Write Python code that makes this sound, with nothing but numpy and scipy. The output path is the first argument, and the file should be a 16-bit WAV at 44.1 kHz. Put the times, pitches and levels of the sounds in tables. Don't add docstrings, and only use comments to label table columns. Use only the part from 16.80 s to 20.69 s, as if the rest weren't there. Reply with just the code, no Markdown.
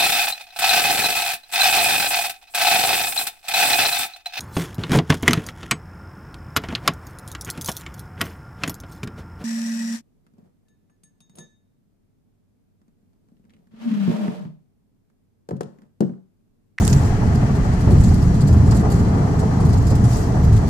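import sys
import numpy as np
from scipy import signal
from scipy.fft import rfft, irfft
from scipy.io import wavfile
from scipy.ndimage import uniform_filter1d

SR = 44100
rng = np.random.default_rng(int(sys.argv[2]) if len(sys.argv) > 2 else 0)


def file_out(sig):
    cols = np.atleast_2d(sig).T
    lim = np.clip(cols, -1, 1)
    pcm = np.round(lim * 32767).astype(np.int16)
    wavfile.write(sys.argv[1], SR, pcm)


N = 171549
T = np.arange(N) / SR
HZ = np.fft.rfftfreq(N, 1 / SR)


def amp(db):
    return 10 ** (np.asarray(db) / 20)


def unit(x):
    return x / np.sqrt(np.mean(x ** 2) + 1e-20)


def spectrum(points, column=1):
    rows = np.array(points, float)
    return np.interp(np.log(HZ + 1), np.log(rows[:, 0] + 1), rows[:, column])


def level(points):
    return amp(np.interp(T, *np.transpose(points)))


def drift(rate_hz):
    white = rfft(rng.standard_normal(N))
    return unit(irfft(white * np.exp(-(HZ / rate_hz) ** 2), N))


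def burst(start, rise, hold, fade):
    attack = np.clip((T - start) / rise, 0, 1)
    return attack * np.exp(-np.maximum(T - start - rise - hold, 0) / fade)


def steadied(x, window_s):
    power = uniform_filter1d((x ** 2).mean(0), max(int(window_s * SR), 2))
    return unit(x / np.sqrt(abs(power) + 1e-9))


ECHO_S, ECHO_DB = 0.011, -1


def reflections():
    t = T[:2048]
    taps = rng.standard_normal((2, len(t))) * np.exp(-t / ECHO_S)
    ripple = rfft(taps / np.linalg.norm(taps, axis=1, keepdims=True), N)
    treble_share = HZ ** 2 / (HZ ** 2 + 2200 ** 2)
    return 1 + amp(ECHO_DB) * ripple * treble_share


# f/Hz, level/dB of the microphones' difference relative to their sum
WIDTH = [(25, -26), (42, -20), (65, -19), (140, -21), (210, -13.5), (320, -10.5), (420, -5), (550, -5.5),
         (680, -2.5), (820, -1.5), (1100, -2), (1550, 5), (2000, -1.5), (2500, 0.5), (4000, 0.5)]
# f/Hz, left minus right level/dB
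ROAD_BALANCE = [(30, -3), (90, 0), (250, 0), (380, 2), (550, 0), (790, 0.2), (1100, 3.5), (1650, 6.5),
                (2400, 3.5), (3400, -6), (5300, 6), (7500, -3.5), (9000, -9), (12000, -1)]
# f/Hz, phase/rad
LEAD = [(30, .11), (90, 0.26), (200, 0)]


def cabin_noise(colour):
    common, opposed = rfft(rng.standard_normal((2, N)))
    width = amp(spectrum(WIDTH))
    lean = amp(spectrum(ROAD_BALANCE) / 2) * np.exp(-.5j * spectrum(LEAD))
    left = (common + width * opposed) * lean
    right = (common - width * opposed) / lean
    pair = np.array([left, right]) / np.hypot(1, width)
    in_table = HZ < colour[-1][0]
    return unit(irfft(pair * amp(spectrum(colour)) * in_table * reflections(), N))


# t/s, level/dB
SUB_LEVEL = [(0, -24), (0.8, -24.5), (0.9, -19.5), (1.06, -27.5), (1.18, -18), (1.69, -25), (2.15, -29),
             (2.65, -31), (3.18, -23.5), (3.54, -29), (3.74, -18), (3.89, -29)]
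# f/Hz, relative level/dB per Hz
SUB_COLOUR = [(12, -17), (23, 4), (32, -2), (43, 13), (55, -6), (70, -17), (150, -60)]


def sub_rumble():
    return steadied(cabin_noise(SUB_COLOUR), window_s=0.17) * level(SUB_LEVEL) * amp(-0.5)


# t/s, level/dB
BOOM_LEVEL = [(0, -21.5), (.2, -19), (.4, -23), (.48, -19), (.6, -20.5), (1.05, -22.5), (1.09, -16.5),
              (1.22, -14), (1.32, -19), (1.47, -17.5), (1.58, -20.5), (1.8, -14), (1.95, -17), (2.02, -22),
              (2.18, -17.5), (2.35, -21.5), (2.76, -22.5), (2.95, -16), (3.1, -16.5), (3.25, -20),
              (3.41, -24), (3.55, -21), (3.72, -17.5), (3.89, -23)]
# f/Hz, relative level/dB per Hz
BOOM_COLOUR = [(35, -39), (58, -4.5), (72, -4), (82, 2.5), (92, -5), (103, -2), (113, 1.5), (126, -4.5),
               (150, -13), (300, -60)]


def cabin_boom():
    return steadied(cabin_noise(BOOM_COLOUR), window_s=0.065) * level(BOOM_LEVEL) * amp(2.73)


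# t/s, level/dB
BASS_LEVEL = [(0.0, -18), (0.36, -26), (0.46, -20), (1.04, -22.5), (1.14, -16.5), (1.52, -19),
              (1.66, -19.5), (1.88, -18.5), (2.79, -21.5), (2.81, -16.5), (3.08, -26), (3.24, -18),
              (3.28, -26.5), (3.62, -22.5), (3.69, -16.5), (3.77, -24), (3.89, -20)]
# f/Hz, relative level/dB per Hz
BASS_COLOUR = [(90, -23), (128, -7), (148, -1), (178, -1), (210, -4.5), (240, -9.5), (290, -20), (600, -56)]


def upper_bass():
    return steadied(cabin_noise(BASS_COLOUR), window_s=0.13) * level(BASS_LEVEL) * amp(0.5)


# t/s, level/dB
DRONE_LEVEL = [(0, -28), (1.03, -30.5), (1.13, -22.5), (1.2, -28.5), (1.65, -28.5), (1.95, -25), (3.2, -29),
               (3.5, -26), (3.89, -31)]
# f/Hz, relative level/dB per Hz
DRONE_COLOUR = [(120, -41), (220, -9), (270, 1), (340, -7.5), (380, -5.5), (435, -3.5), (500, -15.5),
                (800, -25), (2000, -80)]


def drone():
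    return steadied(cabin_noise(DRONE_COLOUR), window_s=0.198) * level(DRONE_LEVEL) * amp(-0.3)


# t/s, level/dB
SURFACE = [(0, -36), (.3, -35), (1.0, -36.5), (1.5, -37.5), (1.85, -35.5), (2.0, -33.5), (2.2, -35),
           (2.4, -32), (2.5, -33), (2.58, -34), (2.77, -32.5), (3.03, -36), (3.25, -34.5), (3.43, -35),
           (3.58, -33), (3.76, -38), (3.83, -32.5), (3.89, -35)]
# f/Hz, relative level/dB per Hz
ROAR_COLOUR = [(200, -11), (450, -0.5), (570, -4), (695, 3.5), (780, 0.5), (870, 1.4), (1020, -3),
               (1150, -5), (1450, -9), (2000, -21), (3000, -37), (16000, -75)]


def tyre_roar(flutter_db=1.5, flutter_hz=35):
    fluttering = cabin_noise(ROAR_COLOUR) * amp(flutter_db * drift(flutter_hz))
    return steadied(fluttering, window_s=0.15) * level(SURFACE) * amp(3.0)


# t/s, level/dB
SIZZLE_LEVEL = [(0, -41), (1.15, -42.5), (1.38, -45), (2.3, -44.5), (3.03, -46.5), (3.4, -44), (3.89, -46)]
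# f/Hz, relative level/dB per Hz
SIZZLE_COLOUR = [(600, -46), (1200, 4), (1600, 4.5), (2050, 1), (2600, -4), (3400, -10), (6000, -21),
                 (16000, -55)]


def tread_sizzle():
    return cabin_noise(SIZZLE_COLOUR) * level(SIZZLE_LEVEL) * amp(2.5 + .5 * drift(25))


# f/Hz, relative level/dB per Hz
AIR_COLOUR = [(1500, -21), (3400, -7.5), (4400, -1.5), (5700, .5), (7300, -2.5), (9000, -11.5),
              (11000, -14.5), (12200, -18.5), (15700, -19)]
AIR_DB = -46.5


def air_hiss():
    return cabin_noise(AIR_COLOUR) * amp(AIR_DB + .5 * drift(60))


GRAINS_PER_S, GRAIN_SPREAD_DB = 6000, 1.8


def contacts():
    occurs = rng.random(N) < GRAINS_PER_S / SR
    size = occurs * amp(GRAIN_SPREAD_DB * np.minimum(rng.exponential(1, N), 4))
    return unit(size * rng.standard_normal((2, N)))


def causal(db):
    log_gain = irfft(np.log(amp(db)), N)
    fold = np.where(np.arange(N) < N // 2, 2, 0)
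    fold[0] = 1
    response = irfft(np.exp(rfft(log_gain * fold)), N)[:2048]
    return response / np.linalg.norm(response)


# f/Hz, relative level/dB
RING = [(4650, -8), (4990, 4), (6950, -4), (7390, 0), (7960, -4), (9820, -9), (10740, -6)]
RING_FADE_S = .013


def sounding(drive, colour, ring_db):
    t = T[:2048]
    out = []
    for channel in range(2):
        modes = sum(amp(db) * np.sin(2 * np.pi * (hz * t + rng.random())) for hz, db in RING)
        ring = modes * np.exp(-t / RING_FADE_S)
        broad = causal(spectrum(colour, column=channel + 1))
        response = broad + amp(ring_db) * ring / np.linalg.norm(ring)
        out.append(signal.oaconvolve(drive[channel], response)[:N])
    return np.array(out) * amp([[-2], [-1]])


PATCHY_DB = 2.5


def patchy(x, size=(1, 7, 9)):
    z = signal.stft(x, nperseg=256)[2]
    patches = rng.standard_normal(z.shape[1:])
    patches = uniform_filter1d(patches, size[1], axis=0)
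    patches = uniform_filter1d(patches, size[2], axis=1)
    gain = unit(amp(PATCHY_DB * unit(patches)))
    return signal.istft(z * gain, nperseg=256)[1][:, :N]


# t/s, relative level/dB
CHATTER = [(.066, -43), (.548, -40.5), (.752, -45), (1.005, -45), (1.105, -39.5), (1.197, -42),
           (1.235, -39), (1.28, -42), (1.335, -38), (1.417, -41.5), (1.541, -43), (1.603, -38),
           (1.671, -37), (1.724, -40.5), (1.862, -47), (1.908, -37.5), (1.945, -39.5), (1.99, -42),
           (2.10, -39.5), (2.116, -39), (2.15, -43), (2.19, -42.5), (2.591, -39.5), (2.8, -42.5),
           (2.848, -43), (2.889, -43), (2.928, -38.5), (2.969, -41.5), (3.017, -44.5), (3.067, -38),
           (3.099, -37), (3.15, -37.5), (3.238, -40), (3.636, -42), (3.725, -41), (3.763, -37),
           (3.87, -42.5)]
CHATTER_RISE_S, CHATTER_HOLD_S, CHATTER_FADE_S = .0025, .011, .011
# t/s, relative level/dB, rise/s, fade/s
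SLIDES = [(.10, -31.5, 0.17, 0.087), (.275, -42.5, 0.055, 0.037), (1.26, -40.5, 0.11, 0.17),
          (3.335, -34, 0.06, 0.053), (3.38, -41, 0.029, 0.064)]
# f/Hz, left relative level/dB per Hz, right relative level/dB per Hz
STRUCK = [(800, -45, -51), (2500, -11, -8), (3800, -5, -10), (4300, 6, -9.5), (4640, 2.5, -5.5),
          (5400, -7.5, -2), (6200, 0.5, -8), (7300, -1, -0.5), (8270, -3, -2.5), (9100, -10, -8),
          (10940, -10, -9.5), (12200, -13, -12), (14000, -14, -17), (15500, -21, -18)]
SLIDING = [(800, -25, -75), (3500, -4, -22), (4640, -4, -3), (5670, 4, -9), (7100, -1, 4.5),
           (8600, -7, -2.5), (9400, -17, -8), (9900, -4, -9), (11900, -20, -10.5), (14100, -9, -13),
           (15500, -38, -18)]
RING_STRUCK_DB, RING_SLIDING_DB = -8, -17
TREMBLE_DB, TREMBLE_SPREAD_DB, TREMBLE_HZ = -38.5, 7.5, 25


def loose_object():
    chatter = sum(amp(db) * burst(s, CHATTER_RISE_S, CHATTER_HOLD_S, CHATTER_FADE_S) for s, db in CHATTER)
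    tremble = level(BOOM_LEVEL) * amp(TREMBLE_DB + TREMBLE_SPREAD_DB * drift(TREMBLE_HZ))
    slides = 0
    for s, db, rise, fade in SLIDES:
        slides = slides + amp(db) * np.exp(-np.maximum((s - T) / rise, (T - s) / fade))
    struck = np.hypot(chatter, tremble) * contacts()
    struck_sound = sounding(struck, STRUCK, RING_STRUCK_DB)
    sliding_sound = sounding(slides * contacts(), SLIDING, RING_SLIDING_DB)
    return patchy(struck_sound + sliding_sound)


# t/s, knock level/dB, low thud level/dB before its trim
SEAMS = [(.005, -30, -28), (.225, -30.5, -29), (0.43, -31, -27), (0.621, -30, -43), (0.838, -30.5, -33),
         (1.066, -27.5, -14.5), (2.045, -23.5, -32), (2.249, -37, -40), (2.349, -30, -33),
         (2.616, -29, -36), (2.791, -32, -24), (3.11, -33, -18.5), (3.535, -32, -29)]
SEAM_RISE_S, KNOCK_FADE_S, THUD_FADE_S = 0.0067, 0.03, 0.094
# f/Hz, relative level/dB per Hz
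KNOCK_COLOUR = [(150, -49), (400, 8.5), (850, 14.5), (1200, -1), (2000, -14), (4000, -88), (16000, -80)]
THUD_COLOUR = [(20, -18), (70, 6.5), (150, -18), (280, -14), (500, -19), (1500, -72)]
# f/Hz, relative level/dB, fade/s
JOLT_MODES = [(92, 0, .032), (215, -11, 0.02), (290, -14, 0.02)]
JOLT_DB = 7


def seams():
    knock = sum(amp(db) * burst(s, SEAM_RISE_S, 0.0076, KNOCK_FADE_S) for s, db, _ in SEAMS)
    thud = sum(amp(db) * burst(s, SEAM_RISE_S, 0, THUD_FADE_S) for s, _, db in SEAMS)
    jolt = 0
    for s, _, db in SEAMS:
        t = np.maximum(T - s - SEAM_RISE_S, 0)
        for hz, mode_db, fade in JOLT_MODES:
            jolt = jolt + amp(db + mode_db) * np.sin(2 * np.pi * hz * t) * np.exp(-t / fade)
    knocks = knock * steadied(cabin_noise(KNOCK_COLOUR), window_s=.03)
    thuds = amp(1.0) * thud * steadied(cabin_noise(THUD_COLOUR), window_s=0.032)
    return knocks + thuds + amp(JOLT_DB) * jolt


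# t/s, relative level/dB, rise/s, fade/s, lowest f/Hz, highest f/Hz
CLICKS = [(.047, -27.5, .0055, .002, 5400, 10500), (.078, -14.5, .0006, .0011, 5400, 8800),
          (.1285, -23.5, .0014, .0045, 4300, 7700), (1.909, -36, .002, .009, 4300, 8300),
          (1.918, -30.5, .005, .014, 750, 1550)]
# one row each for left and right, level/dB
CLICK_SIDES_DB = [
    [-3],
    [1.5],
]
CLICK_TAIL_S, CLICK_TAIL_DB, CRACK_DB = .008, -17, -6


def band_noise(white, order, low_hz, high_hz):
    sos = signal.butter(order, [low_hz, high_hz], "band", fs=SR, output="sos")
    return unit(signal.sosfilt(sos, white))


def clicks():
    out = 0
    for s, db, rise, fade, low_hz, high_hz in CLICKS:
        snap, crack = rng.standard_normal((2, 2, N))
        snap = band_noise(snap, 4, low_hz, high_hz)
        crack = band_noise(crack, 2, low_hz / 3, high_hz * 1.1)
        tail = amp(CLICK_TAIL_DB) * burst(s, rise, 0, CLICK_TAIL_S)
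        envelope = burst(s, rise, 0, fade) + tail
        out = out + amp(db) * envelope * (snap + amp(CRACK_DB) * crack)
    return out * amp(CLICK_SIDES_DB)


# t/s, mean f/Hz, peak level/dB, half length/s (to 1/e)
SWELLS = [(.145, 131.3, -10.5, 0.055), (1.182, 142, -9.5, 0.033), (1.31, 85.4, -11, 0.06),
          (1.397, 103.9, -13, .05), (1.662, 142.2, -10, 0.052), (1.716, 79.6, -8.5, 0.046),
          (1.848, 111, -14, 0.054), (2.89, 76.6, -14.5, 0.026), (2.982, 110, -10, 0.055),
          (3.268, 115.2, -16, 0.079), (3.27, 116.3, -17, 0.093), (3.687, 71.6, -12.5, 0.069),
          (3.752, 107.6, -9, 0.048)]
WANDER, WANDER_HZ = 0.0398, 11.8


def booms():
    out = 0
    for s, hz, db, half_s in SWELLS:
        pitch = hz * (1 + WANDER * drift(WANDER_HZ))
        turns = np.cumsum(pitch) / SR + rng.random()
        swell = amp(db) * np.exp(-((T - s) / half_s) ** 2)
        out = out + swell * np.sin(2 * np.pi * turns)
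    return out


def scene():
    body = sub_rumble() + cabin_boom() + upper_bass() + drone()
    tyres = tyre_roar() + tread_sizzle()
    return body + tyres + air_hiss() + loose_object() + seams() + clicks() + booms()


CEILING, KNEE = .95, .7
EDGE_HZ = 15600


def record(dry):
    over = np.maximum(abs(dry) - KNEE, 0)
    room = CEILING - KNEE
    held = dry - np.sign(dry) * (over - room * np.tanh(over / room))
    lowpass = signal.firwin(511, EDGE_HZ, window=("kaiser", 9), fs=SR)
    return signal.oaconvolve(held, lowpass[None], "same")


dry = scene()
out = record(dry)
file_out(out)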